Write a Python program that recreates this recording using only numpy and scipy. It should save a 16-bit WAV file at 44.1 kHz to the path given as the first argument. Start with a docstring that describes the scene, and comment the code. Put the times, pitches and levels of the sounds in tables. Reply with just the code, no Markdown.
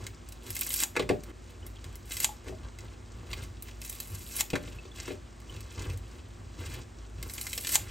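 """Kitchen scissors trim the roots off four bunches of spinach over a plastic basket in a steel sink.
First, close to a phone, leaves rustle over a low kitchen hum. Half a second in, the blades crunch
and crack through wet stalks, swell, and snap shut. Roots and stalks drop, slap and ring the sink.
Two more cuts follow near 2 and 4 seconds, each with falling pieces. The hand moves the leaves and
rocks the basket for a while, and the last cut ends with the loudest snap just before 8 seconds."""
import sys
import numpy as np
from scipy import signal
from scipy.fft import rfft, irfft
from scipy.io import wavfile

SR = 44100
rng = np.random.default_rng(int(sys.argv[2]) if len(sys.argv) > 2 else 0)


def wrap_up_sound(samples):
    """Save the sound to the file named by the first command line argument, as 16-bit audio."""
    columns = np.atleast_2d(samples).T
    # keep every value between -1 and 1, then stretch to whole-number steps
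    tamed = np.clip(columns, -1, 1)
    steps = np.round(tamed * 32767).astype(np.int16)
    wavfile.write(sys.argv[1], SR, steps)


N = 348390
T = np.arange(N) / SR


def undb(db):
    """Turn decibels into a number to multiply by."""
    return 10 ** (np.asarray(db) / 20)


def unit(x):
    """Scale a sound so that its average strength (rms) is 1."""
    return x / np.sqrt(np.mean(x ** 2))


def add(out, start_s, x):
    """Mix x into out, beginning at start_s."""
    i = max(int(start_s * SR), 0)
    out[..., i:i + x.shape[-1]] += x[..., :N - i]


def swell(start_s, end_s, attack_s, release_s):
    """A volume curve that rises to 1 at start_s, holds until end_s and dies away."""
    out = np.zeros(N)
    near = slice(*np.searchsorted(T, [start_s - 1, end_s + 1]))
    before = (start_s - T[near]) / attack_s
    after = (T[near] - end_s) / release_s
    out[near] = np.exp(-np.maximum(np.maximum(before, after), 0))
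    return out


def fade(fade_s, size=SR // 2):
    """A volume curve that falls by 60 dB in fade_s seconds."""
    return np.exp(-np.log(1000) * T[:size] / fade_s)


def wander(per_s):
    """A random curve that drifts around zero, turning per_s times a second."""
    turns_s = np.arange(0, T[-1] + 1, 1 / per_s)
    return np.interp(T, turns_s, rng.standard_normal(len(turns_s)))


def colour(x, points, size=4096):
    """Make some pitches louder and others softer, following (pitch_hz, gain_db) points."""
    pitch_hz, gain_db = np.transpose(points)
    grid_hz = np.maximum(np.arange(size // 2 + 1) * SR / size, 1)
    gain = undb(np.interp(np.log(grid_hz), np.log(pitch_hz), gain_db))
    # build the filter so that it never sounds ahead of its input (minimum phase)
    cepstrum = irfft(np.log(gain))
    cepstrum[1:size // 2] *= 2
    cepstrum[size // 2 + 1:] = 0
    response = irfft(np.exp(rfft(cepstrum)))
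    return signal.fftconvolve(x, response)[:len(x)]


def noise(points):
    """Steady noise of strength 1 with the given colour."""
    return unit(colour(rng.standard_normal(N), points))


def tone(pitch_hz, fade_s):
    """A fading note that takes a millisecond to start, because the contact is soft."""
    t = T[:SR // 2]
    onset = 1 - np.exp(-t / 0.00094)
    return fade(fade_s) * np.sin(2 * np.pi * pitch_hz * t) * onset


def burst(points, fade_s, rise_s=0):
    """A short puff of coloured noise that builds up for rise_s and fades."""
    size = 8192
    onset = np.minimum((T[:size] + 1 / SR) / (rise_s + 1 / SR), 1)
    volume = fade(fade_s, size) * onset
    puff = colour(volume * rng.standard_normal(size), points, size=1024)
    return unit(puff) * np.sqrt(np.mean(volume ** 2))


def grains(per_s, spread_db):
    """Tiny clicks at random times and of unequal size."""
    happens = rng.random(N) < per_s / SR
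    size = undb(spread_db * np.minimum(rng.standard_exponential(N), 5))
    return happens * size * rng.choice([-1, 1], N)


def crackle(points, per_s, spread_db, clump_db):
    """Tiny clicks in clumps a few milliseconds long; low and high ones clump partly together."""
    turns_s = np.arange(0, T[-1], 1 / 140)
    shared = rng.standard_normal(len(turns_s))
    out = np.zeros(N)
    for band_hz in [(100, 2400), (2400, 4400), (4400, 8500), (8500, 17000)]:
        clumps = np.interp(T, turns_s, shared + rng.standard_normal(len(turns_s)))
        band = signal.butter(3, band_hz, "band", fs=SR, output="sos")
        out += undb(clump_db * clumps) * signal.sosfilt(band, grains(per_s, spread_db))
    return unit(colour(out, points))


# how much left and right differ in sound that comes from all around: pitch_hz, side_gain_db
STEREO_WIDTH = [(60, -23), (120, -10), (220, 1), (400, -6), (700, -0.5), (1300, -0.5), (2400, -18),
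                (4200, -25), (5500, -59), (8000, -29.5), (12000, -38)]
def diffuse(middle, side):
    """Make left and right from two unrelated sounds, nearly alike in the bass and treble."""
    side = colour(side, STEREO_WIDTH)
    return np.array([middle + side, middle - side])


# the colour of the room's air noise: pitch_hz, gain_db
AIR_COLOUR = [(26, -24), (38, -10), (55, 16), (110, -3.5), (170, 1), (260, 0.5), (370, 1), (520, -4),
              (900, -8.5), (2000, -11.5), (3300, -16), (5000, -19), (8000, -17.5), (10000, -29),
              (16000, -37)]
# the steady notes of an appliance: pitch_hz, level_db
HUM_NOTES = [(52.5, -50), (97, -71), (237, -63), (350, -64.5)]
def kitchen():
    """Room air rushes softly and an appliance hums."""
    air = diffuse(noise(AIR_COLOUR), noise(AIR_COLOUR))
    hum = sum(undb(level_db) * np.sqrt(2) * np.sin(2 * np.pi * (pitch_hz * T + rng.random()))
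              for pitch_hz, level_db in HUM_NOTES)
    return undb(-53.5) * air + hum


def echoes(x, fade_s, level_db):
    """A crowd of reflections that begins a millisecond after the direct sound."""
    volume = fade(fade_s) * (T[:SR // 2] > 0.001)
    middle, side = volume * rng.standard_normal((2, len(volume)))
    response = diffuse(middle, side) / np.linalg.norm(volume)
    return undb(level_db) * signal.fftconvolve(x[None], response, axes=1)[:, :N]


# the colour of wet leaves creaking: pitch_hz, gain_db
LEAF_CREAK_COLOUR = [(500, -25.5), (1100, 2), (1800, -9), (2900, -4), (4500, -5), (8000, -7.5),
                     (11000, -20), (15800, -26)]
def held_leaves():
    """Wet leaves held in the hand creak faintly all the time."""
    creak = crackle(LEAF_CREAK_COLOUR, per_s=500, spread_db=3.5, clump_db=3.2)
    return undb(-65 + 2.5 * wander(per_s=9)) * creak


# the colours of leaves crinkling, leaves brushing and the basket rumbling: pitch_hz, gain_db
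CRINKLE_COLOUR = [(500, -23), (1400, -5), (2700, -1.5), (4500, -6), (8000, -7), (10000, -11),
                  (12500, -14.5), (15800, -19.5)]
RIB_BRUSH_COLOUR = [(120, -6), (250, -1), (390, 4), (520, -4), (700, -10), (950, -8), (1500, -12),
                    (3000, -25), (8000, -59)]
BASKET_COLOUR = [(24, -64), (36, -28), (50, 1), (66, -5.5), (98, -0.5), (135, -14.5), (220, -25.5),
                 (400, -32.5), (1000, -64.5)]
# each move of the hand, with relative levels: start_s, length_s, crinkle_db, brush_db, rumble_db
HAND_MOVES = [(0.01, 0.048, -58.5, -49.5, -38), (0.461, 0.027, -61, -50, -42),
              (1.292, 0.011, -60, -47.5, -59), (1.491, 0.019, -62.5, -65, -52),
              (1.63, 0.018, -66, -55, -44), (1.864, 0.063, -64, -61, -42), (2.477, 0.01, -51.5, -50, -42),
              (2.595, 0.081, -91, -56, -44.5), (2.831, 0.017, -64, -51, -41), (3.146, 0.091, -71, -55, -40),
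              (3.307, 0.13, -52.5, -53, -38.5), (3.68, 0.023, -53.5, -71, -67),
              (4.103, 0.06, -68, -54.5, -37.5), (4.57, 0.19, -57, -57, -43), (4.981, 0.13, -48.5, -54, -49),
              (5.508, 0.066, -54.5, -51.5, -39), (5.704, 0.12, -57.5, -59, -54),
              (5.797, 0.13, -54.5, -47, -33.5), (6.093, 0.1, -64, -57.5, -47),
              (6.381, 0.016, -70, -57, -40), (6.603, 0.19, -50, -47, -38),
              (7.188, 0.084, -60.5, -53, -36.5), (7.563, 0.021, -71, -55.5, -43),
              (7.793, 0.13, -55.5, -55.5, -41)]
def hand_moves():
    """Moved leaves crinkle and brush the basket's ribs; the basket rocks and is slower to settle."""
    crinkle = crackle(CRINKLE_COLOUR, per_s=1000, spread_db=3.6, clump_db=3.1)
    brush = unit(colour(grains(per_s=700, spread_db=3.5), RIB_BRUSH_COLOUR))
    rocking_power = undb(-48 + 0.5 * wander(per_s=9)) ** 2  # a little rumble even between moves
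    leaves = np.zeros(N)
    for start_s, length_s, crinkle_db, brush_db, rumble_db in HAND_MOVES:
        end_s = start_s + length_s
        rustle = undb(crinkle_db - 0.2) * crinkle + undb(brush_db - 2.5) * brush
        leaves += swell(start_s, end_s, attack_s=0.026, release_s=0.025) * rustle
        rocking_power += (undb(rumble_db) * swell(start_s, end_s, attack_s=0.014, release_s=0.092)) ** 2
    rumble = undb(-3) * np.sqrt(rocking_power) * noise(BASKET_COLOUR)
    return leaves, rumble


# short pitched blips: start_s, pitch_hz, level_db, fade_s
SHORT_BLIPS = [(1.628, 3000, -43, 0.02), (1.766, 3230, -40, .015), (1.842, 3350, -37, 0.012),
               (2.291, 848, -30.5, 0.047), (4.786, 2640, -36.5, 0.02), (4.916, 3470, -38.5, 0.018),
               (5.496, 3020, -35, 0.021)]
def blips():
    """Very short notes: high squeaks of wet stalks and one lower knock of a cut root landing."""
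    out = np.zeros(N)
    for start_s, pitch_hz, level_db, fade_s in SHORT_BLIPS:
        add(out, start_s, undb(level_db) * tone(pitch_hz, fade_s))
    return out


# the notes of the sink with the basket in it: pitch_hz, relative_db, fade_s, left_minus_right_db
SINK_NOTES = [(99.7, -11.5, 1, -2), (186.5, 4, 0.11, 0), (288.3, 4.5, 0.083, 15.5), (381.8, 5, 0.14, 12.5),
              (417, -14, 0.11, -3), (436, 13.5, 0.039, 4), (486, -27, 0.085, 6), (592, -4.5, 0.12, 25),
              (608, -14.5, 0.39, 13), (732.5, 1, 0.087, -7), (900, -44, .08, -2), (1250, -17.5, 0.21, -4),
              (1400, -45, .13, 1), (1880, -11.5, 0.098, 13), (2440, -33, 0.13, 4)]
def sink_ring(thud_hz):
    """The struck sink rings, never twice alike; notes near the thud's pitch get a slight lift."""
    pitch_hz, relative_db, fade_s, pan_db = np.transpose(SINK_NOTES)
    scatter_db = 1.5 * rng.standard_normal(len(pitch_hz))
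    lift_db = 0.77 * np.exp(-(2 * np.log2(pitch_hz / thud_hz)) ** 2)
    gain = undb(relative_db + scatter_db + lift_db)
    left_right = undb(np.array([pan_db, -pan_db]) / 2)
    notes = np.array([tone(hz, seconds) for hz, seconds in zip(pitch_hz, fade_s)])
    return (gain / np.linalg.norm(gain) * left_right) @ notes


# the colours of a wet slap and of the sink floor booming: pitch_hz, gain_db
WET_SLAP_COLOUR = [(150, -4), (500, 8.5), (1000, 1.5), (1800, -1), (2500, 2), (3000, -4.5), (3600, -1),
                   (5000, -8.5), (8500, -9), (12000, -17), (15800, -25)]
SINK_BOOM_COLOUR = [(40, -26), (70, -5), (100, 6.5), (150, -2.5), (230, -8), (500, -46.5)]
# landings and bounces, with relative levels: start_s, delay_s, weight_db, thud_hz, slap_db, slap_hz
LANDINGS = [(0.9543, 0.008, -52, 400, -30.5, 1800), (0.9642, 0.0056, -27.5, 457, -17, 1960),
            (0.9946, 0.0036, -22.5, 434, -20.5, 3570), (1.022, 0.0024, -38, 408, -33, 2000),
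            (1.0911, 0.0093, -18.5, 408, -20.5, 1970), (1.108, 0.00219, -25.5, 722, -34, 3440),
            (2.468, 0.0057, -40.5, 413, -48, 2500), (2.49, 0.0052, -39, 397, -56, 1500),
            (2.522, 0.0032, -39.5, 633, -62, 1500), (4.532, 0.0008, -23, 164, -29.5, 2180),
            (4.535, 0.0015, -27.5, 370, -27.5, 2380), (4.555, 0.00283, -34, 553, -21.5, 1420),
            (4.638, 0.0029, -43.5, 254, -56, 2000), (4.676, 0.003, -42.5, 190, -41, 3000),
            (4.852, 0.0026, -45.5, 390, -44.5, 4000), (5.079, 0.0018, -35, 380, -34, 900),
            (5.103, 0.0034, -32, 399, -40, 2700)]
def falling_pieces():
    """A piece slaps wetly; a moment later its weight thuds, rings the sink and makes its floor boom."""
    out, boom_power = np.zeros((2, N)), np.zeros(N)
    for start_s, delay_s, weight_db, thud_hz, slap_db, slap_hz in LANDINGS:
        # the smaller the patch that hits, the higher the slap sounds
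        slap_colour = [(hz, db + 9.5 * np.exp(-(np.log2(hz / slap_hz) / 0.43) ** 2))
                       for hz, db in WET_SLAP_COLOUR]
        add(out, start_s, undb(slap_db - 5.5) * burst(slap_colour, fade_s=0.052))
        blow = undb(1.5) * sink_ring(thud_hz) + undb(2.5) * tone(thud_hz, fade_s=0.052)
        add(out, start_s + delay_s, undb(weight_db) * blow)
        boom_s = start_s + 0.025
        boom_power += (undb(weight_db) * swell(boom_s, boom_s, attack_s=0.014, release_s=0.06)) ** 2
    boom = undb(-17.5) * np.sqrt(boom_power) * noise(SINK_BOOM_COLOUR)
    return out, boom


# the colours of the low, middle and high parts of a crack: pitch_hz, gain_db
LOW_CRACK_COLOUR = [(300, -4.5), (900, -13.5), (1400, -8.5), (2200, 1), (3400, -3.5), (5000, -9),
                    (9000, -18)]
MIDDLE_CRACK_COLOUR = [(1500, -25.5), (3200, -4), (4800, -3), (7200, -1.5), (8400, 2.5), (10000, -24),
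                       (14000, -51)]
HIGH_CRACK_COLOUR = [(6000, -14.5), (9000, 1), (11300, 6), (13000, -0.5), (15800, -2.5)]
# the loudest stalks breaking: start_s, relative_db, brightness_db
STALK_CRACKS = [(0.066, -30, -4.5), (0.2877, -40, 4.5), (0.3224, -39.5, 3), (0.5043, -29.5, 8),
                (0.5534, -31.5, 6), (0.565, -25.5, 0.5), (0.61, -37, 23.5), (0.6158, -33, -11.5),
                (0.7041, -25, 1), (0.7397, -22, 7.5), (0.761, -26.5, 7.5), (0.8024, -21, 3),
                (1.2352, -39, 0.5), (1.6651, -42, 11), (1.8416, -38.5, -5), (1.955, -39.5, 5),
                (2.1078, -36.5, -9), (2.1188, -28, 0), (2.168, -26, 0.5), (2.2017, -22, 5),
                (2.7865, -38.5, -4), (3.3306, -34.5, -15), (3.6234, -40, 12), (3.816, -32.5, -1.5),
                (3.8484, -35.5, 5), (3.8965, -30.5, 8), (4.0014, -28, 5.5), (4.3105, -38, 0),
                (4.365, -32.5, 13), (4.5019, -30, -5), (5.401, -47, -2), (5.6057, -40.5, 2),
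                (5.8207, -38.5, -3), (5.8988, -38.5, -8), (5.9736, -41, 3.5), (7.227, -30, -1.5),
                (7.297, -33, 0), (7.3793, -31.5, -7), (7.4121, -27, 5), (7.4669, -26.5, -2),
                (7.5303, -25, -1), (7.5772, -22.5, -1), (7.647, -29.5, -8.5), (7.67, -21.5, 0),
                (7.6916, -24, 1)]
def stalk_cracks():
    """Thick stalks crack low (brightness below 0); thin wet fibres tick high (above 0)."""
    out = np.zeros(N)
    for start_s, relative_db, brightness_db in STALK_CRACKS:
        parts = [(LOW_CRACK_COLOUR, -9.5 - brightness_db, 0.0288),
                 (MIDDLE_CRACK_COLOUR, -4.5, 0.02),
                 (HIGH_CRACK_COLOUR, -4.5 + brightness_db, 0.02)]
        for points, part_db, fade_s in parts:
            add(out, start_s, undb(relative_db + part_db) * burst(points, fade_s, rise_s=0.00059))
    return out


# the colour of the blades meeting: pitch_hz, gain_db
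BLADE_COLOUR = [(250, -50), (550, -16), (850, -2.5), (1300, -14.5), (2500, -7.5), (3400, -5.5), (4200, -8),
                (5500, -8.5), (7200, 4), (9500, -8), (12000, -6), (15800, -39)]
def blade_snap():
    """The blades meet with one dry click."""
    click = colour(signal.unit_impulse(1024), BLADE_COLOUR, size=1024)
    return click / np.abs(click).max()


# the colour of stalks being crushed: pitch_hz, gain_db
STALK_CRUNCH_COLOUR = [(300, -7), (800, -11.5), (1300, -9.5), (2300, -4), (3300, -6.5), (4200, -3.5),
                       (6000, -0.5), (7300, 1.5), (8300, 2.5), (9500, 0.5), (11500, 4.5), (13200, -3.5),
                       (15800, -5)]
# each cut, with relative levels (the crunch slides from first_db to last_db):
# bite_s, shut_s, first_db, last_db, tear_db, snap_db, midrange_db
SCISSOR_CUTS = [(0.453, 0.8358, -55, -36.5, -31.5, -6.5, 2), (2.118, 2.2453, -45, -54, -30, -2, 3),
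                (3.842, 4.4086, -52, -53, -28.5, -6.5, 2.5), (7.31, 7.7560, -50, -47, -24.5, 0.5, 1.5)]
def scissors():
    """Cells burst under the blades, the last fibres tear in a rush, and the blades snap shut."""
    crunch = undb(3) * crackle(STALK_CRUNCH_COLOUR, per_s=1400, spread_db=4.2, clump_db=2.6)
    tearing = crackle(STALK_CRUNCH_COLOUR, per_s=9000, spread_db=1.5, clump_db=2.16)
    out = np.zeros(N)
    for bite_s, shut_s, first_db, last_db, tear_db, snap_db, midrange_db in SCISSOR_CUTS:
        pressure = undb(np.interp(T, [bite_s, shut_s], [first_db, last_db]))
        biting = swell(bite_s, shut_s, attack_s=0.025, release_s=0.003)
        giving_way = swell(shut_s, shut_s, attack_s=0.035, release_s=0.003)
        cut = pressure * biting * crunch + undb(tear_db) * giving_way * tearing
        add(cut, shut_s, undb(snap_db) * blade_snap())
        out += colour(cut, [(1200, 0), (3300, midrange_db), (6000, 0)], size=256)
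    return out


# one short drop in volume: time_s, depth_db, recovery_s
LEVEL_DIP = (1.319, -9, 0.015)
def level_dip():
    """A volume curve that makes everything dip briefly."""
    time_s, depth_db, recovery_s = LEVEL_DIP
    return undb(depth_db * swell(time_s, time_s, attack_s=0.001, release_s=recovery_s))


def scene():
    """High sounds bounce around the steel sink; the small kitchen adds a duller, longer echo."""
    rustle, rumble = hand_moves()
    landings, boom = falling_pieces()
    direct = held_leaves() + rustle + blips() + landings + stalk_cracks() + scissors()
    mono = direct.mean(axis=0)
    bright = colour(mono, [(500, -14), (1200, 0), (4000, 0), (8000, -2)])
    dull = colour(mono, [(400, 3), (1000, -2), (3000, -4), (7000, -5.5), (15000, 0)])
    sink_echo = echoes(bright, fade_s=0.049, level_db=-2.5)
    room_echo = echoes(dull, fade_s=0.23, level_db=-6)
    return level_dip() * (kitchen() + rumble + boom + room_echo + sink_echo + direct)


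# how far the phone's left microphone runs ahead of its right: pitch_hz, lead_radians
MICROPHONE_LEAD = [(0, 0), (1600, -.2), (2200, 0), (3300, .5), (4700, 0), (8800, 0), (9300, -1.7),
                   (10200, -3.14), (13800, -9.42), (16000, -13.1)]
def record(dry):
    """Left lags right in the high treble; the loudest snaps are softly rounded; the very top is cut."""
    ceiling, top_hz = 0.97, 15850
    grid_hz = np.arange(N // 2 + 1) * SR / N
    lead = np.interp(grid_hz, *np.transpose(MICROPHONE_LEAD))
    shifted = irfft(rfft(dry) * np.exp(1j * np.array([lead, -lead]) / 2), N)
    rounded = ceiling * np.tanh(shifted / ceiling)
    top_cut = signal.ellip(10, 0.2, 80, top_hz, fs=SR, output="sos")
    return signal.sosfilt(top_cut, rounded)


dry = scene()
out = record(dry)
wrap_up_sound(out)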